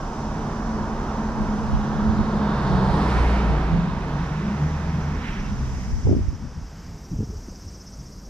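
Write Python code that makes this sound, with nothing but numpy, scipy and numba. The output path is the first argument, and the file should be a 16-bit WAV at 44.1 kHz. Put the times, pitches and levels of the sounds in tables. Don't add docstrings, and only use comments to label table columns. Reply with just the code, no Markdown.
import sys
import numpy as np
from scipy import signal
from scipy.io import wavfile
from scipy.ndimage import uniform_filter1d
from numba import njit

SR = 44100
rng = np.random.default_rng(int(sys.argv[2]) if len(sys.argv) > 2 else 0)


def transcribe(u):
    v = np.clip(np.atleast_2d(u).T, -1, 1)
    q = np.round(v * 32767).astype(np.int16)
    wavfile.write(sys.argv[1], SR, q)


N = 365588


# time in seconds, overall roar level in dB.
CAR_LEVEL = [(0, -38), (.45, -36), (1.35, -35), (2.25, -33), (2.6, -30.5), (3.0, -27.5), (3.3, -30.5),
             (3.6, -32.5), (3.9, -37.5), (4.9, -40.5), (5.15, -41.5), (5.6, -46), (6.1, -52.5),
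             (6.7, -55.5), (7.0, -59), (8.29, -65)]
# centre in Hz, level in dB at the
# reference level, share of the level change followed, gain from the tail side in dB, gain when close in dB,
# how late it turns to the tail in seconds, how long the turn takes in seconds, gain in a full swish in dB.
ROAR_PARTS = [(420, -37.5, 0.95, 0.5, 0.5, -0.12, .3, -2), (968, -35.5, 1, 0.17, -0.4, -0.18, .3, 0),
              (1505, -44, 0.93, 3.5, -2, 0.47, 0.95, 3), (2170, -55, 0.89, 10.5, -2, -0.13, 0.13, 11.5),
              (2830, -54, 0.78, 5.5, -1.5, 0.013, 0.15, 7), (4000, -57, 0.72, 2.5, 5, -0.59, 0.33, 4),
              (5000, -63.5, 0.94, 1, 7, -0.069, .3, 6), (8500, -77, 0.92, 5, 9.5, -0.15, .3, 9)]
# frequency in Hz, level in dB.
ROAR_COLOUR = [(260, -5.5), (400, -4.5), (520, -8.5), (700, -5), (950, -3.5), (1500, -1), (2400, -3),
               (4100, -1.5), (5000, -0.5), (6500, -6), (9400, -1), (12500, -21), (15500, -23.5)]
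# centre in Hz, width in Hz, level in dB against the roar part.
TREAD = [(440, 70, -9), (945, 140, -7)]
# peak in seconds, rise in seconds, strength 0 to 1 before its uneven scuffing.
SWISHES = [(3.15, 0.075, 0.4), (4.98, 0.19, 0.12), (5.28, 0.077, 0.89), (5.72, 0.19, 0.34),
           (6.847, 0.075, 0.52)]
# time in seconds, left minus right in dB.
SIZZLE_PAN = [(2.9, 0.5), (3.8, -13), (5.4, -12), (5.7, -12), (6.7, -8)]
PASS_S, CLOSE_S, LOUD_DB = 3.13, 0.6, -34.5
SWISH_FALL_SHARE = 2.8
SWISH_GRAIN, SWISH_GRAIN_RATE = .2, 40
ROAR_SWELL_DB = .6


def roar():
    t = seconds()
    (level_db,), (pan_db,) = curves(CAR_LEVEL), curves(SIZZLE_PAN)

    swish = 0
    for peak, rise, strength in SWISHES:
        away = np.maximum((peak - t) / rise, (t - peak) / rise / SWISH_FALL_SHARE)
        swish = swish + strength * np.exp(-away ** 2)
    swish = swish * (1 + SWISH_GRAIN * walk(SWISH_GRAIN_RATE))

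    parts_db = []
    for _, db, follow, tail_db, close_db, late, turn, swish_db in ROAR_PARTS:
        since_pass = t - PASS_S - late
        tail = tail_db * (1 + np.tanh(since_pass / turn)) / 2
        close = close_db * np.exp(-(since_pass / CLOSE_S) ** 2)
        swell = swish_db * swish + ROAR_SWELL_DB * walk(rate=4.79)
        parts_db.append(db + follow * (level_db - LOUD_DB) + tail + close + swell)
    parts_db = np.array(parts_db)

    out = sum(heard(hz, width) * undb(parts_db[1] + db) for hz, width, db in TREAD)
    part_log_hz = np.log(np.transpose(ROAR_PARTS)[0])
    for hz in bands(271.7, 15500):
        share = [np.interp(np.log(hz), part_log_hz, row) for row in np.eye(len(ROAR_PARTS))]
        band_db = share @ parts_db + at(ROAR_COLOUR, hz)[0] + 0.8 * walk(9)
        panned = share[-3] + .5 * share[-2]
        side_db = panned * np.array([pan_db, -pan_db]) / 2
        out = out + heard(hz, .24 * hz) * undb(band_db + side_db)
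    return out


# time in seconds, firing rate in Hz, then the levels in dB of the firing rate itself,
# its second order and its third order.
ENGINE = [(1.5, 69.8, -59, -41, -40), (1.95, 69.35, -35.5, -40, -45), (2.35, 68, -33, -39, -42),
          (2.73, 64.76, -30, -29.5, -29.5), (3.0, 62.3, -25.5, -36, -33), (3.26, 59.44, -18.5, -35, -37),
          (3.55, 56.46, -21.5, -40, -41), (3.72, 56.08, -27, -44, -25.5), (3.89, 57.1, -38.5, -50, -34),
          (4.2, 61.7, -29.5, -45, -47), (4.48, 70.35, -37, -48, -46), (4.63, 75, -27, -20, -47),
          (4.84, 79.9, -28.5, -45, -47), (5.17, 78, -28, -37, -50), (5.38, 69.13, -70, -36.5, -52),
          (5.62, 66.4, -26, -33.5, -45), (5.8, 63.8, -38, -35.5, -39), (5.9, 59.7, -31, -47, -48),
          (6.25, 59.4, -66, -80, -78)]
ORDER_WAVER_DB = .8, 2.5, 3


def engine():
    hz, *order_db = curves(ENGINE)
    turn = 2 * np.pi * np.cumsum(hz * (1 + 0.00603 * walk(14))) / SR
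    orders = 0
    for order, (db, waver) in enumerate(zip(order_db, ORDER_WAVER_DB), start=1):
        orders = orders + undb(db + waver * walk(12)) * np.sin(order * turn)
    half_order = 0.063 * undb(order_db[0]) * np.sin(turn / 2)
    return np.sqrt(2) * (orders + half_order)


# time in seconds, frequency in Hz.
HUM_HZ = [(0, 219), (1.5, 216), (2.5, 212), (3.1, 202), (8.29, 198)]
# time in seconds, level in dB before its waver.
HUM_LEVEL = [(0, -42), (.7, -31), (1.05, -36), (1.55, -23), (1.75, -29.5), (2.2, -22), (2.5, -23.5),
             (2.68, -40), (2.92, -31.5), (3.08, -23), (3.2, -35), (3.36, -26), (3.5, -37), (3.65, -36.5),
             (3.81, -26), (3.95, -36), (4.2, -47), (4.52, -24), (4.7, -40.5), (5.4, -36.5), (5.9, -41),
             (6.3, -62), (8.29, -51)]
# time in seconds, level in dB.
BOOM_LEVEL = [(0, -41.5), (0.449, -31.5), (.9, -42.5), (1.9, -30.5), (2.15, -34.5), (2.9, -24), (3.3, -37),
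              (3.53, -25.5), (3.9, -33), (4.24, -26.5), (4.75, -33), (4.951, -24), (5.32, -36), (5.9, -43),
              (6.3, -46), (8.29, -59)]
# time in seconds, level in dB of its lowest band.
RUMBLE_LEVEL = [(0, -34), (1.0, -30.5), (1.9, -34.5), (2.3, -34), (3.0, -29), (3.8, -31.5), (4.8, -36.5),
                (5.35, -31), (5.9, -36.5), (6.3, -38), (8.29, -89)]
HUM_WIDTH_HZ, BOOM_HZ, BOOM_WIDTH_HZ = 16, 153, 30
HUM_WAVER_DB, HUM_WAVER_RATE, HUM_WANDER_HZ = 1.8, 20, 1


def hum():
    (hum_hz,), (hum_db,) = curves(HUM_HZ), curves(HUM_LEVEL)
    (boom_db,), (rumble_db,) = curves(BOOM_LEVEL), curves(RUMBLE_LEVEL)
    ring_level = undb(hum_db + HUM_WAVER_DB * walk(HUM_WAVER_RATE))
    ring = ring_level * steadier(heard(hum_hz + HUM_WANDER_HZ * walk(5), HUM_WIDTH_HZ), .09, .7)
    boom = undb(boom_db) * steadier(heard(BOOM_HZ, BOOM_WIDTH_HZ), .03, .4)
    road = heard(36.7, 41) + 0.34 * heard(82.4, 39) + 0.31 * heard(106.0, 46) + .5 * heard(231.0, 82)
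    return ring + boom + undb(rumble_db) * road


# peak in seconds, half length in seconds, rumble in dB and flutter
# in dB (both before PORT_LIFT_DB), left minus right in dB.
GUSTS = [(0.82, 0.12, -40, -56, 5), (1.443, 0.091, -30.5, -40.5, 1), (1.66, 0.11, -33, -48, -11),
         (1.746, 0.0547, -21.5, -33, -5), (1.984, 0.12, -31, -54.5, -5), (2.098, 0.04526, -26, -34, -12),
         (2.202, 0.04294, -30, -33.5, -14), (2.375, 0.047, -34, -39.5, -4), (2.734, 0.0755, -29, -38.5, -5),
         (2.9, 0.03, -32, -49, -15), (3.176, 0.036, -29, -43.5, -7), (3.502, 0.02835, -26, -31, -2),
         (3.748, 0.0367, -27.5, -32.5, -12), (3.896, 0.077, -36, -58, 5), (5.513, 0.091, -32.5, -41, -2),
         (5.75, 0.18, -33, -61, -2), (5.935, 0.051, -25, -44.5, 7), (5.981, 0.0393, -28.5, -38, 14),
         (6.06, 0.0195, -17, -30, -4), (6.085, 0.0199, -17, -25.5, -1), (6.111, 0.01965, -17, -23, -0.5),
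         (6.132, 0.02104, -25, -24, 18), (6.179, 0.02555, -22, -27.5, -0.5),
         (6.216, 0.0361, -20.5, -33, -3), (6.284, 0.0384, -24.5, -34, -11), (6.329, 0.0357, -29.5, -36, 13),
         (6.446, 0.0493, -34.5, -34.5, 12), (6.579, 0.0396, -37, -34, 9), (6.624, 0.035, -32, -45.5, -7),
         (6.904, 0.1162, -39, -38.5, -6), (7.13, 0.02211, -28.5, -32.5, -7), (7.164, 0.0249, -31, -37, -4),
         (7.209, 0.0249, -23, -29.5, 1), (7.238, 0.0154, -30, -33, 17), (7.292, 0.0392, -30, -35, -1),
         (7.371, 0.039, -33, -40, 5), (7.484, 0.04, -34, -41, 1), (7.678, 0.088, -36.5, -49, 7.5),
         (7.995, 0.11, -40, -39.5, -1)]
GUST_FALL_DB, GUST_RISE_SHARE = 9, .8
BREEZE_DB, BREEZE_FLUTTER_DB = -55.5, -58
PORT_LIFT_DB = 3


def gusts():
    peak, half, rumble_db, flutter_db, pan_db = np.transpose(GUSTS)[:, :, None]
    t = seconds()[::32]
    away = (t - peak) / half
    fall_db = GUST_FALL_DB * np.maximum(away, -away / GUST_RISE_SHARE)
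    rumbles, flutters = undb(2 * (rumble_db - fall_db)), undb(2 * (flutter_db - fall_db))
    rumble = rumbles.sum(axis=0) + undb(2 * BREEZE_DB)
    flutter = flutters.sum(axis=0) + undb(2 * BREEZE_FLUTTER_DB)
    pan = (pan_db * rumbles).sum(axis=0) / rumble
    return curves(np.transpose([t, 10 * np.log10(rumble), 10 * np.log10(flutter), pan]))


def eddies(speed, lo_hz, hi_hz):
    train = signal.sosfilt(signal.butter(5, hi_hz, fs=SR, output="sos"), rng.standard_normal(3 * N))
    train = signal.sosfilt(signal.butter(2, lo_hz, "high", fs=SR, output="sos"), train)
    train = steadier(train, 1 / lo_hz, .4)
    return unit(np.interp(np.cumsum(speed), np.arange(3 * N), train))


def wind():
    rumble_db, flutter_db, pan_db = gusts()
    speed = np.clip(undb(.4 * (flutter_db + 35)), .7, 2.9)
    ports = []
    for side in (1, -1):
        flutter = eddies(speed, 85, 225) * undb(flutter_db + PORT_LIFT_DB)
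        rumble = eddies(np.sqrt(speed), 40, 100) * undb(rumble_db + PORT_LIFT_DB)
        ports.append((flutter + rumble) * undb(side * pan_db / 2))
    return np.array(ports)


# peak in seconds, pitch in Hz, peak level in dB,
# left minus right in dB, fall in turns of the pitch.
KNOCKS = [(6.072, 420, -17, 9, 1.8), (6.094, 304, -13, 5, 1), (6.104, 322, -20, 0, 1),
          (6.114, 340, -18, 5, 1.5), (6.128, 280, -11.5, 4, 1.2), (6.151, 298, -18, 2, 1),
          (6.167, 225, -15, -5, 1.6), (6.192, 304, -24, 8, 1.5), (7.116, 175, -25.5, 0, 1.8),
          (7.135, 151, -18, 4, 2.4), (7.19, 168, -19.5, -13, 1), (7.205, 215, -18, 0, 1.5),
          (7.231, 222, -19.5, -3, 1.4), (7.274, 179, -25, 0, 1.6), (7.3, 190, -26.5, 2, 2.2),
          (7.484, 305, -31, 0, 1.6), (7.525, 480, -38, -6, 2.2)]
KNOCK_RISE_TURNS, KNOCK_EDGE_DB = .6, -13
KNOCK_APART_TURNS = .2


def knocks():
    out = np.zeros((2, N))
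    opposite = np.array([[1], [-1]])
    for (s, hz, db, pan_db, fall), chance in zip(KNOCKS, rng.random((len(KNOCKS), 3))):
        span = slice(int((s - .03) * SR), int((s + .05) * SR))
        turns = (seconds()[span] - s) * hz
        shape = np.exp(-np.maximum(-turns / KNOCK_RISE_TURNS, turns / fall) ** 2)
        apart = KNOCK_APART_TURNS * chance[2] * opposite
        swing = np.sin(2 * np.pi * (turns + chance[0] + apart))
        edge = undb(KNOCK_EDGE_DB) * shape * np.sin(2 * np.pi * (1.9 * turns + chance[1]))
        out[:, span] += shape * (swing + edge) * undb(db + pan_db * opposite / 2)
    return out


# time in seconds, far chorus in dB, near singer in dB before its modes and
# throb, lift of the singer's two upper modes in dB.
CICADAS = [(0, -52, -67, -9), (.8, -52.5, -73, -10), (1.7, -52, -75, -5), (3.0, -55.5, -78, -7),
           (3.6, -56.5, -77, -8), (4.6, -52, -73, -5), (5.35, -53, -63, -6), (5.7, -50.5, -67, -8),
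           (6.0, -50.5, -60, -2), (6.3, -54.5, -66, -2), (6.6, -54, -70, 1), (6.9, -52, -65, 3),
           (7.2, -52.5, -63, 0), (7.4, -50.5, -63.5, -2), (7.8, -51, -58, -2), (8.0, -50.5, -60, -1),
           (8.29, -51, -64, -2)]
# frequency in Hz, relative density in dB per Hz.
CHORUS = [(4000, -40.5), (4690, -8.5), (5250, 2), (5780, -2), (6300, -4), (6900, -11), (8310, -17.5),
          (9960, -28), (12100, -25), (13500, -29.5), (15500, -35)]
# centre in Hz, width in Hz, level in dB before lift and throb,
# throb lag in turns, sweep in each throb in Hz, lines halfway between the click multiples in dB.
SINGER = [(5680, 1300, 0, 0, 0, -12), (8250, 1100, -13.5, .5, 350, -1), (14100, 600, -33, .5, 0, -1)]
# time in seconds, how much lower in Hz.
UPPER_SAG_HZ = [(0, 700), (7.2, 700), (7.5, 0)]
CLICK_HZ, THROB_HZ, THROB_PEAK_S = 372.7, 15.75, 7.752
THROB_DB, LINE_FLICKER_DB, THROB_SCATTER_DB = 10, 1.8, 1


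def cicadas():
    chorus_db, near_db, upper_db = curves(CICADAS)
    chorus = 0
    for hz in 4000 * 2 ** np.arange(0, 2, 1 / 6):
        chorus = chorus + heard(hz, 0.2 * hz) * undb(at(CHORUS, hz)[0] + walk(rate=9)) * np.sqrt(hz)

    turn = 2 * np.pi * np.cumsum(CLICK_HZ * (1 + 0.0016 * walk(30))) / SR
    throb = THROB_HZ * (seconds() - THROB_PEAK_S) + .02 * walk(8)
    lifts, sags = (0, upper_db, upper_db), (0, curves(UPPER_SAG_HZ)[0], 0)
    singer = 0
    for (hz, width, db, lag, sweep, half_db), lift_db, sag in zip(SINGER, lifts, sags):
        throb_angle = 2 * np.pi * (throb - lag)
        centre = hz - sag + sweep * np.sin(throb_angle)
        lowest = round((hz - 1.1 * width) / CLICK_HZ)
        drum = 0
        for k in np.arange(lowest, (hz + .7 * width) / CLICK_HZ, .5):
            level = undb(half_db * 2 * (k % 1) + LINE_FLICKER_DB * walk(18))
            resonance = 1 / (1 + (2 * (k * CLICK_HZ - centre) / width) ** 4)
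            drum = drum + level * np.sin(k * turn + 6 * rng.random()) * resonance
        throb_db = THROB_DB * np.cos(throb_angle) + THROB_SCATTER_DB * walk(12)
        singer = singer + unit(drum) * undb(db + lift_db + throb_db)
    return unit(chorus) * undb(chorus_db) + singer * undb(near_db)


# start in seconds, length in seconds, starting pitch in Hz, peak level in dB.
CHIRPS = [(1.405, .035, 8800, -66), (5.432, .035, 2760, -47.5), (7.16, .11, 435, -43),
          (7.315, .045, 435, -40)]


def chirps():
    out = np.zeros(N)
    for start, length, hz, db in CHIRPS:
        u = np.clip((seconds() - start) / length, 0, 1)
        tone = np.sin(2 * np.pi * np.cumsum(hz * (1 - .03 * u)) / SR)
        out += undb(db) * np.sin(np.pi * u) * tone
    return out


# frequency in Hz, relative density in dB per Hz.
TOWN = [(15, -32), (25, 5.5), (59, 6.5), (112, -24.5), (169, 2.5), (406, -13.5), (492, -12), (584, -16),
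        (3770, -35), (4200, -39.5), (5460, -70), (9240, -120)]
TOWN_DB = -43


def town():
    out = 0
    for hz in bands(30.35, 4200):
        out = out + heard(hz, 0.33 * hz) * undb(at(TOWN, hz)[0] + 1.8 * walk(12)) * np.sqrt(hz)
    return unit(out) * undb(TOWN_DB)


# frequency in Hz, likeness of the two from -1 to 1,
# left minus right in dB, lead of the left in radians.
PORTS = [(60, 1, -1, 0.091), (200, 1, -1, 0.095), (480, 1, -1.5, 0.21), (970, 0.85, -3.5, 0.034),
         (2020, 0.71, -5.5, 1.53), (3500, 0.98, 1, 0.99), (5800, -0.078, -0.5, 0.13),
         (8350, -0.33, -0.5, 0.12), (12000, 0.32, -1, 0.27)]


def heard(hz, width_hz):
    like, pan_db, lead = at(PORTS, np.mean(hz))
    like = np.clip(like, -1, 1)
    shared, apart = noise(hz, width_hz), noise(hz, width_hz)
    ahead = np.cos(lead) * shared + np.sin(lead) * unit(np.gradient(shared))
    left = like * ahead + np.sqrt(1 - like ** 2) * apart
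    return np.array([left * undb(pan_db / 2), shared * undb(-pan_db / 2)])


def noise(hz, width_hz):
    return unit(band(rng.standard_normal(N), hz, width_hz))


def band(x, hz, width_hz):
    g, k = np.tan(np.pi * hz / SR) + np.zeros(N), width_hz / hz + np.zeros(N)
    return svf(svf(x, g, k), g, k)


@njit
def svf(x, g, k):
    y, b, l = np.empty(len(x)), 0., 0.
    for i in range(len(x)):
        v = (b + g[i] * (x[i] - l)) / (1 + g[i] * (g[i] + k[i]))
        b, l, y[i] = 2 * v - b, l + 2 * g[i] * v, k[i] * v
    return y


def steadier(x, window_s, share):
    power = uniform_filter1d(x ** 2, size=int(window_s * SR))
    return unit(x / power ** (share / 2))


def walk(rate):
    k = int(SR / rate)
    held = np.repeat(rng.standard_normal(N // k + 1), k)
    return 1.4 * uniform_filter1d(uniform_filter1d(held, k), k)[:N]


def bands(lo_hz, hi_hz):
    return lo_hz * 2 ** np.arange(0, np.log2(hi_hz / lo_hz), 1 / 4)


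def curves(table):
    s, *columns = np.transpose(table)
    return [np.interp(seconds(), s, c) for c in columns]


def at(table, hz):
    f, *columns = np.transpose(table)
    return [np.interp(np.log(hz), np.log(f), c) for c in columns]


def seconds():
    return np.arange(N) / SR


def undb(db):
    return 10 ** (np.asarray(db) / 20)


def unit(x):
    return x / np.sqrt(np.mean(x ** 2))


def scene():
    return roar() + engine() + hum() + wind() + knocks() + cicadas() + chirps() + town()


# time in seconds, lift in dB.
TOP_LIFT = [(0, -1), (6.2, 2), (6.5, 1), (6.8, 6.5), (8.29, 4.5)]
FOLD_HZ, TOP_HZ = 11200, 15600
FOLD_S, FOLD_DB_PER_S, FOLD_END_S, FOLDED_DB = 6.17, 30, 7.4, -60.5


def record(dry):
    pair = np.array([dry[0] + dry[1], dry[0] - dry[1]]) / 2
    faded_db = -FOLD_DB_PER_S * (FOLD_END_S - FOLD_S)
    side_db = np.interp(seconds(), [FOLD_S, FOLD_END_S, FOLD_END_S + .1], [0, faded_db, FOLDED_DB])
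    top = signal.sosfiltfilt(signal.butter(8, FOLD_HZ, "high", fs=SR, output="sos"), pair)
    folded = (pair - top) * [np.ones(N), undb(side_db)]
    mid, side = folded + top * undb(curves(TOP_LIFT)[0])
    cut = signal.ellip(12, .2, 70, TOP_HZ, fs=SR, output="sos")
    return signal.sosfilt(cut, np.array([mid + side, mid - side]))


dry = scene()
out = record(dry)
transcribe(out)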